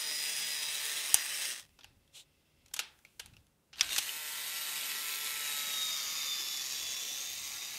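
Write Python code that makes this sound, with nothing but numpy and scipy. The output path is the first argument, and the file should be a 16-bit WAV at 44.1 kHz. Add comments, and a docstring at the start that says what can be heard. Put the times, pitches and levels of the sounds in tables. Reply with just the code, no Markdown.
"""Geared motor in a toy truck.

A small electric motor in a plastic truck on a wooden floor, heard close in mono. It runs and coasts down,
levers click and a part is nudged, then it runs in reverse and slows under load as the camera backs off.
Gears are pulsed noise and knocks coloured by the housing; shaft orders, pinion mesh and whine are sines
locked to shaft angle; clicks are noise bursts through resonances; handling and background are shaped noise.
"""
import sys
import numpy as np
from scipy import signal
from scipy.fft import rfft, irfft, next_fast_len
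from scipy.io import wavfile
from scipy.ndimage import uniform_filter1d, map_coordinates

SR = 44100
rng = np.random.default_rng(int(sys.argv[2]) if len(sys.argv) > 2 else 0)


def persist_wave(psi):
    """Save psi, clipped to +-1, as 16-bit WAV."""
    counts = np.round(np.clip(psi, -1, 1) * 32767).astype(np.int16)
    wavfile.write(sys.argv[1], SR, np.atleast_2d(counts).T)


N = 343098
TIME_S = np.arange(N) / SR
TOP_HZ = 15730
PINION_TEETH = 9
STOP_S, COAST_S, START_S, SPIN_UP_S = 1.48, .22, 3.7, .3

# Shaft, forward then reverse under load: start_s, speed_hz (before coast and spin-up), mesh_tone_db (before trim)
SHAFT = [(0, 150, -73), (.62, 150.1, -72), (.75, 147.6, -67), (.98, 147, -68), (1.06, 144, -65),
         (1.14, 149, -71), (1.22, 149, -72), (1.28, 146, -73), (1.54, 146.5, -75), (3.96, 149, -63),
         (4.2, 152.1, -61), (4.45, 152.1, -61), (4.55, 151.1, -58), (4.72, 151.5, -59), (5.05, 149.1, -58),
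         (5.2, 148.8, -57), (5.42, 146.7, -55), (5.5, 145.2, -55), (5.68, 144.3, -55), (5.88, 141.7, -57),
         (6.05, 138.8, -59), (6.2, 138.7, -61), (6.33, 135.5, -62), (6.59, 132.3, -70), (6.72, 132.7, -70),
         (6.88, 131.3, -75), (7.13, 133.8, -74), (7.37, 137.7, -73), (7.78, 140.2, -70)]
# View heard, 0 forward, 1 reverse near, 2 backing off, 3 reverse far: start_s, view_0_to_3
VIEW = [(3, 0), (3.8, 1), (5.5, 1), (6.0, 2), (6.5, 2), (6.95, 3)]
# Gear noise, one list forward, one reverse: start_s, level_db (before treble and bass lift)
GEAR_LEVEL = [
    [(0, -38.5), (.4, -36), (.7, -37.3), (1.0, -35.5), (1.3, -38), (1.45, -35), (1.52, -39), (1.59, -46),
     (1.62, -52), (1.67, -75), (1.75, -95)],
    [(3.76, -59), (3.78, -49), (3.83, -40), (3.88, -40.5), (3.93, -34), (3.97, -34.5), (4.02, -39),
     (4.2, -41.5), (4.5, -38), (5.1, -37), (5.8, -35.3), (6.3, -36.6), (7.05, -38), (7.78, -41.5)],
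]
# Housing colour, one list per view: freq_hz, relative_db_per_hz
HOUSING = [
    [(100, -14), (500, -12), (1400, -12), (1900, -8.5), (3800, 4.5), (4600, 5.5), (5800, 3), (7400, -9.5),
     (8200, -12), (10500, -12.5), (11300, -8), (13000, -9.5), (15700, -14.5)],
    [(100, -21), (500, -18), (1400, -16), (2000, -6.5), (3800, -4), (5500, -6.5), (7000, -9.5),
     (9000, -12.5), (9700, -15), (11200, -12.5), (12000, -9), (13300, -20), (14000, -12), (15700, -31)],
    [(100, -19.5), (700, -21), (1250, -14), (1600, -18.5), (2100, -8), (3600, -4.5), (4300, -3.5),
     (5000, -1), (7000, -3), (8000, -18), (9500, -15.5), (12200, -11), (13500, -16), (15700, -18)],
    [(100, -16.5), (700, -16), (1150, -16.5), (1500, -20), (2100, -7), (3600, -4.5), (4300, -2),
     (5200, -3.5), (6500, -1.5), (7500, -10), (9500, -18.5), (12000, -12.5), (14000, -18.5), (15700, -16)],
]
# Frame hollows and panels: centre_hz, width_hz, forward_db, reverse_db
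PANELS = [(1160, 450, 4.5, 4), (1860, 150, 8, 1.5), (2410, 600, 8, 2), (3830, 120, 2, 5),
          (4370, 110, -8.5, -0.5), (4680, 83, -9.5, 3), (6830, 300, 1.5, 2.5), (8370, 300, 3.5, 4),
          (8800, 1200, 10.5, 3), (10430, 180, 8, 0.5), (11900, 130, -5, 3), (13000, 100, -2, 4.5)]
# Floor reflection whose bright band glides, mostly upward, as the camera moves: start_s, centre_hz, lift_db
GLIDE = [(5.6, 5000, 0), (6.35, 4820, 6), (6.55, 5700, 6), (7.1, 5700, 5), (7.2, 6360, 5), (7.6, 6380, 0)]
# Gear treble lift, one value per view: lift_db
TREBLE_DB = [4.3, 2, 1.2, 2.5]
# Gear bass lift, one value per view: lift_db
BASS_DB = [1, -.7, .5, -.8]
SLOW_TREBLE_DB, SLOW_BASS_DB = -6, 14  # scale of the added lift as the shaft slows
# Shaft orders: multiple, forward_db, reverse_near_db, reverse_far_db (before trim)
SHAFT_ORDERS = [(3, -71, -72, -82), (4, -68, -72, -82), (6, -67, -66, -77), (7, -71, -67, -82),
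                (8, -69, -74, -69), (10, -67, -64, -70), (11, -63, -67, -82), (12, -62, -63, -82),
                (13, -60, -58, -71), (14, -72, -66, -69), (15, -62, -61, -65), (16, -64, -67, -69),
                (17, -60, -58, -82), (18, -64, -82, -69), (19, -82, -65, -82), (20, -82, -63, -82),
                (21, -66, -66, -68), (24, -62, -82, -76), (30, -64, -68, -82), (33, -82, -64, -82),
                (36, -65, -64, -73), (39, -82, -71, -69), (42, -70, -82, -62), (45, -68, -71, -82),
                (48, -69, -62, -75), (51, -82, -61, -82), (54, -64, -67, -82), (57, -82, -68, -82),
                (60, -64, -70, -73), (63, -73, -67, -82), (66, -67, -66, -75), (69, -76, -58, -82),
                (72, -77, -65, -82), (75, -72, -66, -72), (78, -71, -59, -75), (81, -74, -58, -72),
                (84, -82, -60, -75), (87, -77, -55, -66), (90, -67, -62, -68), (93, -64, -65, -71),
                (96, -77, -65, -71), (99, -82, -65, -76), (102, -65, -69, -82), (105, -76, -67, -77)]
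# Whine frequency over shaft speed: forward_ratio, reverse_ratio
WHINE_RATIO = [33, 26.25]
# Gear whine, swelling as teeth bind: start_s, level_db
WHINE = [(0, -48), (.08, -43.5), (.66, -44), (.74, -53), (.92, -54), (1.06, -63), (1.16, -46), (1.24, -47),
         (1.29, -60), (1.5, -60), (1.56, -72), (5.18, -72), (5.5, -46), (5.72, -45), (5.84, -37),
         (6.05, -50), (6.16, -47), (6.3, -39), (6.5, -46), (6.61, -44), (6.64, -62), (6.73, -62),
         (6.75, -47), (7.13, -46.5), (7.35, -52), (7.52, -59), (7.66, -49), (7.78, -66)]
# Low rumble, stronger while the motor rests: start_s, level_db
RUMBLE_LEVEL = [(0, -90), (1.1, -92), (1.145, -64), (1.2, -86), (1.55, -90), (1.65, -65), (1.78, -76),
                (1.88, -66), (2.06, -77), (2.55, -77), (2.85, -69), (3.15, -75), (3.31, -64), (3.68, -83),
                (3.76, -72), (4.05, -83), (5.5, -86), (6.0, -79), (7.78, -78)]
# Rumble colour: freq_hz, relative_db_per_hz
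RUMBLE_COLOUR = [(12, -41), (20, -12.5), (43, -5.5), (77, -2), (119, -7), (400, -28.5), (520, -64.5),
                 (880, -120)]
# Scale of the slow rumble swing: at_rest_db, running_db
RUMBLE_SWING_DB = [2.5, 6.5]
# Faint steady-pitched room tone: freq_hz, level_db (before trim)
HUM = (555, -88)
# Microphone hiss colour: freq_hz, relative_db_per_hz (before low cut)
HISS_COLOUR = [(88, -29), (150, 0.5), (172, -10.5), (205, -8), (740, -20), (1610, -23), (1780, -25.5),
               (15700, -33.5)]
# Plastic clicks: start_s, burst_peak_db, bright_db, rise_ms, t60_ms, knock_hz, knock_db, thud_db
CLICKS = [(1.142, -2, -0.6, 1.08, 8, 6270, 1.5, -21.5), (1.7882, -46, -11, 0.93, 40, 3180, -4, -5),
          (1.806, -47, -15.8, 3.4, 35, 3660, -2, -12), (1.832, -47, -13, 1.7, 32, 3080, 0, -22),
          (1.842, -37, -8.5, 2.1, 14, 2810, 2, -11), (2.076, -59, -6, .7, 12, 3400, 3, -17),
          (2.657, -48, -1.8, 4.6, 12, 2504, -3, -14), (2.68, -54, -2, 3.3, 19, 3900, -4, -35),
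          (2.7102, -55, -13, 2.1, 30, 1560, -3, -5), (2.7345, -23.5, -0.9, 6.5, 16, 5450, -10, -21),
          (2.7614, -28, -4, 4.1, 36, 6140, -6, -14), (2.7905, -17, -5, 1.02, 47, 2750, -4.5, -17),
          (2.9876, -55, -2.5, 1.6, 23, 1563, 1, -13), (3.048, -41, -11, 2.26, 14, 2320, 6, -20),
          (3.1925, -28, -4.5, 5.6, 34, 2450, -12, -16), (3.2591, -36.5, -1.7, 0.7, 11, 2340, -4, -15),
          (3.3324, -54, -12, 3, 50, 2640, 0, -9), (3.3655, -45, -10, 1.9, 7, 2680, 5, -13),
          (3.4676, -55.5, -3.5, 0.46, 6, 3290, -2, -34), (3.7272, -41.5, -20.5, 4.2, 93, 2930, -5, -16),
          (3.7567, -39.5, -12, 1.5, 10, 2370, -8, -17), (3.7797, -36, -14, 4.7, 33, 4400, -5, -28),
          (3.7935, -28, -14, 2.8, 8, 2700, -5, -23), (3.8091, -8.5, -14.5, 0.55, 14, 5600, -1.5, -40),
          (3.891, -29, -9, 1, 13, 3800, -2, -27), (3.9606, -17.2, -5, 2.0, 30, 4440, -7, -26),
          (3.9793, -16, -3.5, 3, 30, 3550, -14, -19), (3.9851, -15.5, -4.3, 0.78, 20, 3440, -11, -21),
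          (4.091, -27, -12, 1.24, 13, 2970, 14, -33)]
# Dull click modes: centre_hz, width_hz, gain_db
DULL_MODES = [(1492, 440, -5), (2585, 690, -1), (3500, 1300, -1.5), (5600, 1400, -5.5)]
# Bright click modes: centre_hz, width_hz, gain_db
BRIGHT_MODES = [(6260, 1900, 1), (8200, 470, 1), (9540, 660, -0.5), (13600, 1800, -7)]
# Floor thud modes: centre_hz, width_hz, gain_db
THUD_MODES = [(420, 250, -9), (860, 120, 0), (1400, 140, -3)]
# Room decay: freq_hz, t60_s
ROOM = [(300, 0.65), (3000, 0.32), (8000, 0.25), (15000, 0.073)]
# Room tail against burst: at_rest_db, running_db
TAIL_DB = [-8.5, -12]
# Faint handling of the truck: start_s, body_db, air_db
RUSTLE = [(1.6, -76, -75), (1.89, -82, -80.5), (2.55, -76, -82), (2.75, -77, -77), (2.84, -55, -71),
          (2.9, -79, -74), (3.37, -82, -76), (3.55, -90, -85), (3.8, -88, -82)]
# Handled body modes, applied twice: centre_hz, width_hz, gain_db (per pass)
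HANDLED_MODES = [(2040, 330, 0), (2680, 270, 4), (3310, 820, 0.5), (5340, 1500, -2.5)]
# Airy part of the rustle: freq_hz, relative_db_per_hz
AIR_COLOUR = [(3000, -28), (6000, -1.5), (9000, 0), (15700, -4)]
# Something brushes past: peak_s, peak_db, rise_ms, fall_ms
SWISH = (2.175, -50, 76, 100)
# Swish colour: freq_hz, relative_db_per_hz
SWISH_COLOUR = [(250, -34), (500, -14.5), (1000, -17.5), (1800, -18.5), (2600, -5), (3000, -1),
                (4000, -0.5), (4800, -9.5), (7200, -6), (8500, -8.5), (9700, -10.5), (10500, -15),
                (13500, -19), (15700, -25.5)]
# A gear squeaks as it catches: peak_s, peak_db, rise_ms, fall_ms
SQUEAK = (3.925, -37, 60, 32)


def amp(db):
    """Gain of a level in dB."""
    return np.exp(np.asarray(db) * (np.log(10) / 20))


def unit(x):
    """Scaled to rms 1."""
    return x / np.sqrt(np.mean(x ** 2) + 1e-20)


def along(points, hz):
    """Values of (Hz, value) points, interpolated on a log axis."""
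    f, v = np.transpose(points)
    return np.interp(np.log(hz + 1), np.log(f + 1), v)


def curves(rows):
    """One value per sample for each column after the time."""
    s, *cols = np.transpose(rows)
    return [np.interp(TIME_S, s, c) for c in cols]


def wobble(rate_hz):
    """Random curve, rate_hz spline knots a second, held for 16 samples."""
    step = 16
    knots = rng.standard_normal(int(N * rate_hz / SR) + 4)
    return np.repeat(map_coordinates(knots, [TIME_S[::step] * rate_hz]), step)[:N]


def patches(shape, bins, frames):
    """Random field over frequency and time, rms 1."""
    field = uniform_filter1d(rng.standard_normal(shape), bins, 0)
    return unit(uniform_filter1d(field, frames, 1))


def filtered(x, response):
    """x times a response of frequency."""
    m = next_fast_len(x.shape[-1] + 8192)
    return irfft(rfft(x, m) * response(np.fft.rfftfreq(m, 1 / SR)), m)[..., :x.shape[-1]]


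def noise(colour):
    """Coloured noise of rms 1."""
    return unit(filtered(rng.standard_normal(N), lambda hz: amp(along(colour, hz))))


def modes(table):
    """Causal response of a few resonances, alternating in sign."""
    def response(f):
        return sum((-1) ** k * amp(db) * 1j * f * w / (c * c - f * f + 1j * f * w)
                   for k, (c, w, db) in enumerate(table))
    return response


def swell(peak_s, db, rise_ms, fall_ms):
    """Rounded swell, 60 dB down at the given rise and fall times."""
    u = (TIME_S - peak_s) * 1000 / np.where(TIME_S < peak_s, rise_ms, fall_ms)
    return amp(db - 60 * np.minimum(u ** 2, 4))


def turning():
    """Share of full speed: the shaft coasts down to a tenth and spins up at the restart."""
    coast = 1 - (TIME_S - STOP_S) / COAST_S
    spin_up = (TIME_S - START_S) / SPIN_UP_S
    return np.clip(np.maximum(coast, spin_up), .1, 1)


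def speed():
    """Shaft speed in Hz, slightly unsteady."""
    return curves(SHAFT)[0] * turning() * (1 + .0008 * wobble(60))


def views():
    """Share of each view in what is heard."""
    view = curves(VIEW)[0]
    return np.array([np.clip(1 - abs(view - k), 0, 1) for k in range(len(HOUSING))])


def powered():
    """Gate of the shaft-locked tones, closed while the motor rests."""
    return np.clip((1.52 - TIME_S) / 0.12, 0, 1) + np.clip((TIME_S - 3.98) / 0.1, 0, 1)


def gear_drive(shaft_hz, angle, forward):
    """Teeth scrape and knock at random, 6.1 knocks a turn on average, pulsing with each turn."""
    struck_now = rng.random(N) < 6.1 * shaft_hz / SR
    knocks = struck_now * amp(3 * rng.standard_normal(N)) * rng.choice([-1, 1], N)
    pulse = 1 + 0.18 * np.cos(angle) + 0.16 * np.cos(2 * angle + 1)
    uneven = amp(0.41 * wobble(25) + .4 * wobble(70))  # uneven meshing of the slower wheels
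    coasting = np.where(forward, 150 / shaft_hz, 1)  # single knocks stand out as the shaft runs down
    return pulse * uneven * (rng.standard_normal(N) + .6 * unit(knocks) * coasting)


def surroundings(drive):
    """Broad resonances come and go; nearby surfaces add slow narrow ripples; one floor reflection glides."""
    hz, t, z = signal.stft(drive, SR, nperseg=1024)
    field_db = 0.85 * patches(z.shape, bins=10, frames=6) + 2.5 * patches(z.shape, bins=2, frames=45)
    s, centre_hz, lift_db = np.transpose(GLIDE)
    band = np.exp(-.5 * ((hz[:, None] - np.interp(t, s, centre_hz)) / 170) ** 2)
    field_db += np.interp(t, s, lift_db, 0, 0) * band
    return signal.istft(z * amp(field_db), nperseg=1024)[1][:N]


def housing(drive, share):
    """The housing colours the drive differently in each view; panels resonate by running direction."""
    out = 0
    for k, colour in enumerate(HOUSING):
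        column = 2 if k == 0 else 3  # view 0 is forward, the rest reverse

        def response(f):
            panels_db = sum(p[column] * np.exp(-.5 * ((f - p[0]) / p[1]) ** 2) for p in PANELS)
            return amp(along(colour, f) + panels_db) / (1 + (110 / (f + 1)) ** 8)
        out = out + share[k] * unit(filtered(drive, response))
    return out


def gears(shaft_hz, angle, share):
    """Gear noise through the housing, its treble and bass set by view and shaft speed."""
    drive = surroundings(gear_drive(shaft_hz, angle, share[0] > .5))
    body = housing(drive, share)
    treble = filtered(body, lambda f: 1 / (1 + (7500 / (f + 1)) ** 6))
    bass = filtered(body, lambda f: 1 / (1 + (f / 1500) ** 6))
    slowed = (1 - turning()) ** 2
    treble_db = np.dot(TREBLE_DB, share) + SLOW_TREBLE_DB * slowed
    treble_db = treble_db + 1.4 * share[0] * wobble(28)  # running forward, the treble comes in bursts
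    bass_db = np.dot(BASS_DB, share) + SLOW_BASS_DB * slowed
    level_db = curves(np.vstack(GEAR_LEVEL))[0]
    running = (TIME_S < GEAR_LEVEL[0][-1][0]) | (TIME_S > GEAR_LEVEL[1][0][0])
    return running * amp(level_db) * (body + (amp(treble_db) - 1) * treble + (amp(bass_db) - 1) * bass)


def shaft_orders(angle, share):
    """Multiples of shaft speed, unsteady in level and phase, balanced by direction and distance."""
    blend = np.array([share[0], share[1] + share[2] * .5, share[3] + share[2] * .5])
    out = 0
    for multiple, *db in SHAFT_ORDERS:
        level_db = np.dot(db, blend) + 0.2 + 3.0 * wobble(16)
        phase = multiple * angle + 0.72 * wobble(40) + rng.uniform(0, 2 * np.pi)
        out = out + amp(level_db) * np.sin(phase)
    fifth = amp(-73 + 2.2 * wobble(10)) * blend[2] * np.sin(5 * angle)  # shows from afar
    return np.sqrt(2) * powered() * (out + fifth)


def pinion_mesh(angle):
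    """Pinion teeth engage at their count times shaft speed."""
    level_db = curves(SHAFT)[1] + 0.4 + 0.87 * wobble(24)
    return np.sqrt(2) * powered() * amp(level_db) * np.sin(PINION_TEETH * angle)


def gear_whine(angle, share):
    """Gear whine, locked to the shaft at one ratio forward, with a third harmonic, and another in reverse."""
    forward = share[0] > .5
    phase = np.where(forward, *WHINE_RATIO) * angle + .4 * wobble(80)
    third = share[0] * amp(-12) * np.sin(3 * phase)
    level_db = curves(WHINE)[0] + np.where(forward, .8, 2.2) * wobble(40)
    return np.sqrt(2) * powered() * amp(level_db) * (np.sin(phase) + third)


def handling_pause():
    """True between the first and last rustle points."""
    return (TIME_S > RUSTLE[0][0]) & (TIME_S < RUSTLE[-1][0])


def rumble():
    """Low noise with a slow random swing."""
    swing_db = np.where(handling_pause(), *RUMBLE_SWING_DB) * wobble(6)
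    return amp(curves(RUMBLE_LEVEL)[0] + swing_db) * noise(RUMBLE_COLOUR)


def hum():
    """Faint sine of steady pitch and wavering level."""
    freq_hz, level_db = HUM
    return amp(level_db - 1.5 + 2.5 * wobble(6)) * np.sqrt(2) * np.sin(2 * np.pi * freq_hz * TIME_S)


def hiss():
    """Steady microphone noise with a low cut."""
    return amp(-74) * filtered(noise(HISS_COLOUR), lambda f: 1 / (1 + (120 / (f + 1)) ** 6))


def struck(burst, bright_db, knock_hz, knock_db, thud_db):
    """Noise through the frame's modes, the struck part's own pitch and the floor."""
    def dull_response(f):
        return modes(DULL_MODES)(f) * (1j * f / (1100 + 1j * f)) ** 2 / (1 + 1j * f / 6000)
    part = modes([(knock_hz, .16 * knock_hz, 0)])
    dull = unit(filtered(burst[0], dull_response))
    knock = unit(filtered(burst[1], lambda f: part(f) ** 2))
    thud = unit(filtered(burst[1], lambda f: modes(THUD_MODES)(f) / (1 + 1j * f / 1200)))
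    bright = unit(filtered(burst[2], modes(BRIGHT_MODES)))
    share = np.clip(amp(bright_db), 0, .98)
    body = unit(dull + amp(knock_db) * knock)
    return np.sqrt(1 - share ** 2) * body + share * bright + amp(thud_db) * thud


def room_tail():
    """Fresh noise tail of energy 1; each frequency dies at its own speed."""
    hz, t, z = signal.stft(rng.standard_normal(SR // 3), SR, nperseg=256)
    decay = amp(-60 * t / along(ROOM, hz)[:, None])
    tail = signal.istft(z * decay, SR, nperseg=256)[1][:SR // 3]
    return tail / np.linalg.norm(tail)


def clicks():
    """Each contact is a short burst, an echo 6.2 ms on, and a similarly coloured room tail."""
    out, ms = np.zeros(N + SR), np.arange(SR // 10) / SR * 1000
    for s, db, bright_db, rise_ms, t60_ms, knock_hz, knock_db, thud_db in CLICKS:
        rise = np.minimum(ms / max(rise_ms, .1), 1) ** 2
        shape = rise * amp(-60 * np.maximum(ms - rise_ms, 0) / max(t60_ms, 3))
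        hit = struck(shape * rng.standard_normal((3, len(ms))), bright_db, knock_hz, knock_db, thud_db)
        hit = amp(db) * hit / abs(hit).max()
        softened = filtered(hit, lambda f: 1 / (1 + 1j * f / 9000))
        echo = np.pad(softened, (round(.0062 * SR), 0))[:len(ms)]
        # the room blurs the pitch
        wet = struck([room_tail()] * 3, bright_db - 3, knock_hz, knock_db - 9, thud_db)
        tail_db = TAIL_DB[0] if STOP_S < s < START_S else TAIL_DB[1]
        wet *= amp(tail_db) * np.linalg.norm(hit) / np.linalg.norm(wet)
        wet *= np.clip(np.arange(len(wet)) / SR / 0.0027, 0, 1)  # the room fades in over 2.7 ms
        out[round(s * SR):][:len(ms)] += hit + amp(-11) * echo
        out[round((s + rise_ms / 1000) * SR):][:len(wet)] += wet
    return out[:N]


def rustle():
    """Handling: wavering noise through the body's modes, plus airy noise."""
    body_db, air_db = curves(RUSTLE)
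    body = unit(filtered(rng.standard_normal(N), lambda f: modes(HANDLED_MODES)(f) ** 2))
    body = amp(body_db + 1.5 * wobble(60)) * body
    return handling_pause() * (amp(air_db) * noise(AIR_COLOUR) + body)


def swish():
    """Brushing friction: one swell of coloured noise."""
    return swell(*SWISH) * amp(1.3 * wobble(100)) * noise(SWISH_COLOUR)


def squeak():
    """A catching gear squeaks: one swell of an unsteady 3680 Hz sine."""
    phase = 2 * np.pi * 3680 * TIME_S + 1.6 * wobble(200)
    return np.sqrt(2) * swell(*SQUEAK) * amp(3.2 * wobble(150)) * np.sin(phase)


def scene():
    """All sources on one microphone, alike on both channels."""
    shaft_hz, share = speed(), views()
    angle = 2 * np.pi * np.cumsum(shaft_hz) / SR
    motor = gears(shaft_hz, angle, share) + shaft_orders(angle, share)
    motor = motor + pinion_mesh(angle) + gear_whine(angle, share)
    background = rumble() + hum() + hiss()
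    mono = motor + background + clicks() + rustle() + swish() + squeak()
    return np.array([mono, mono])


def record(dry):
    """The camera keeps nothing above its band limit, an 80 Hz wide slope."""
    return filtered(dry, lambda hz: np.clip((TOP_HZ + 40 - hz) / 80, 0, 1) ** 3)


dry = scene()
out = record(dry)
persist_wave(out)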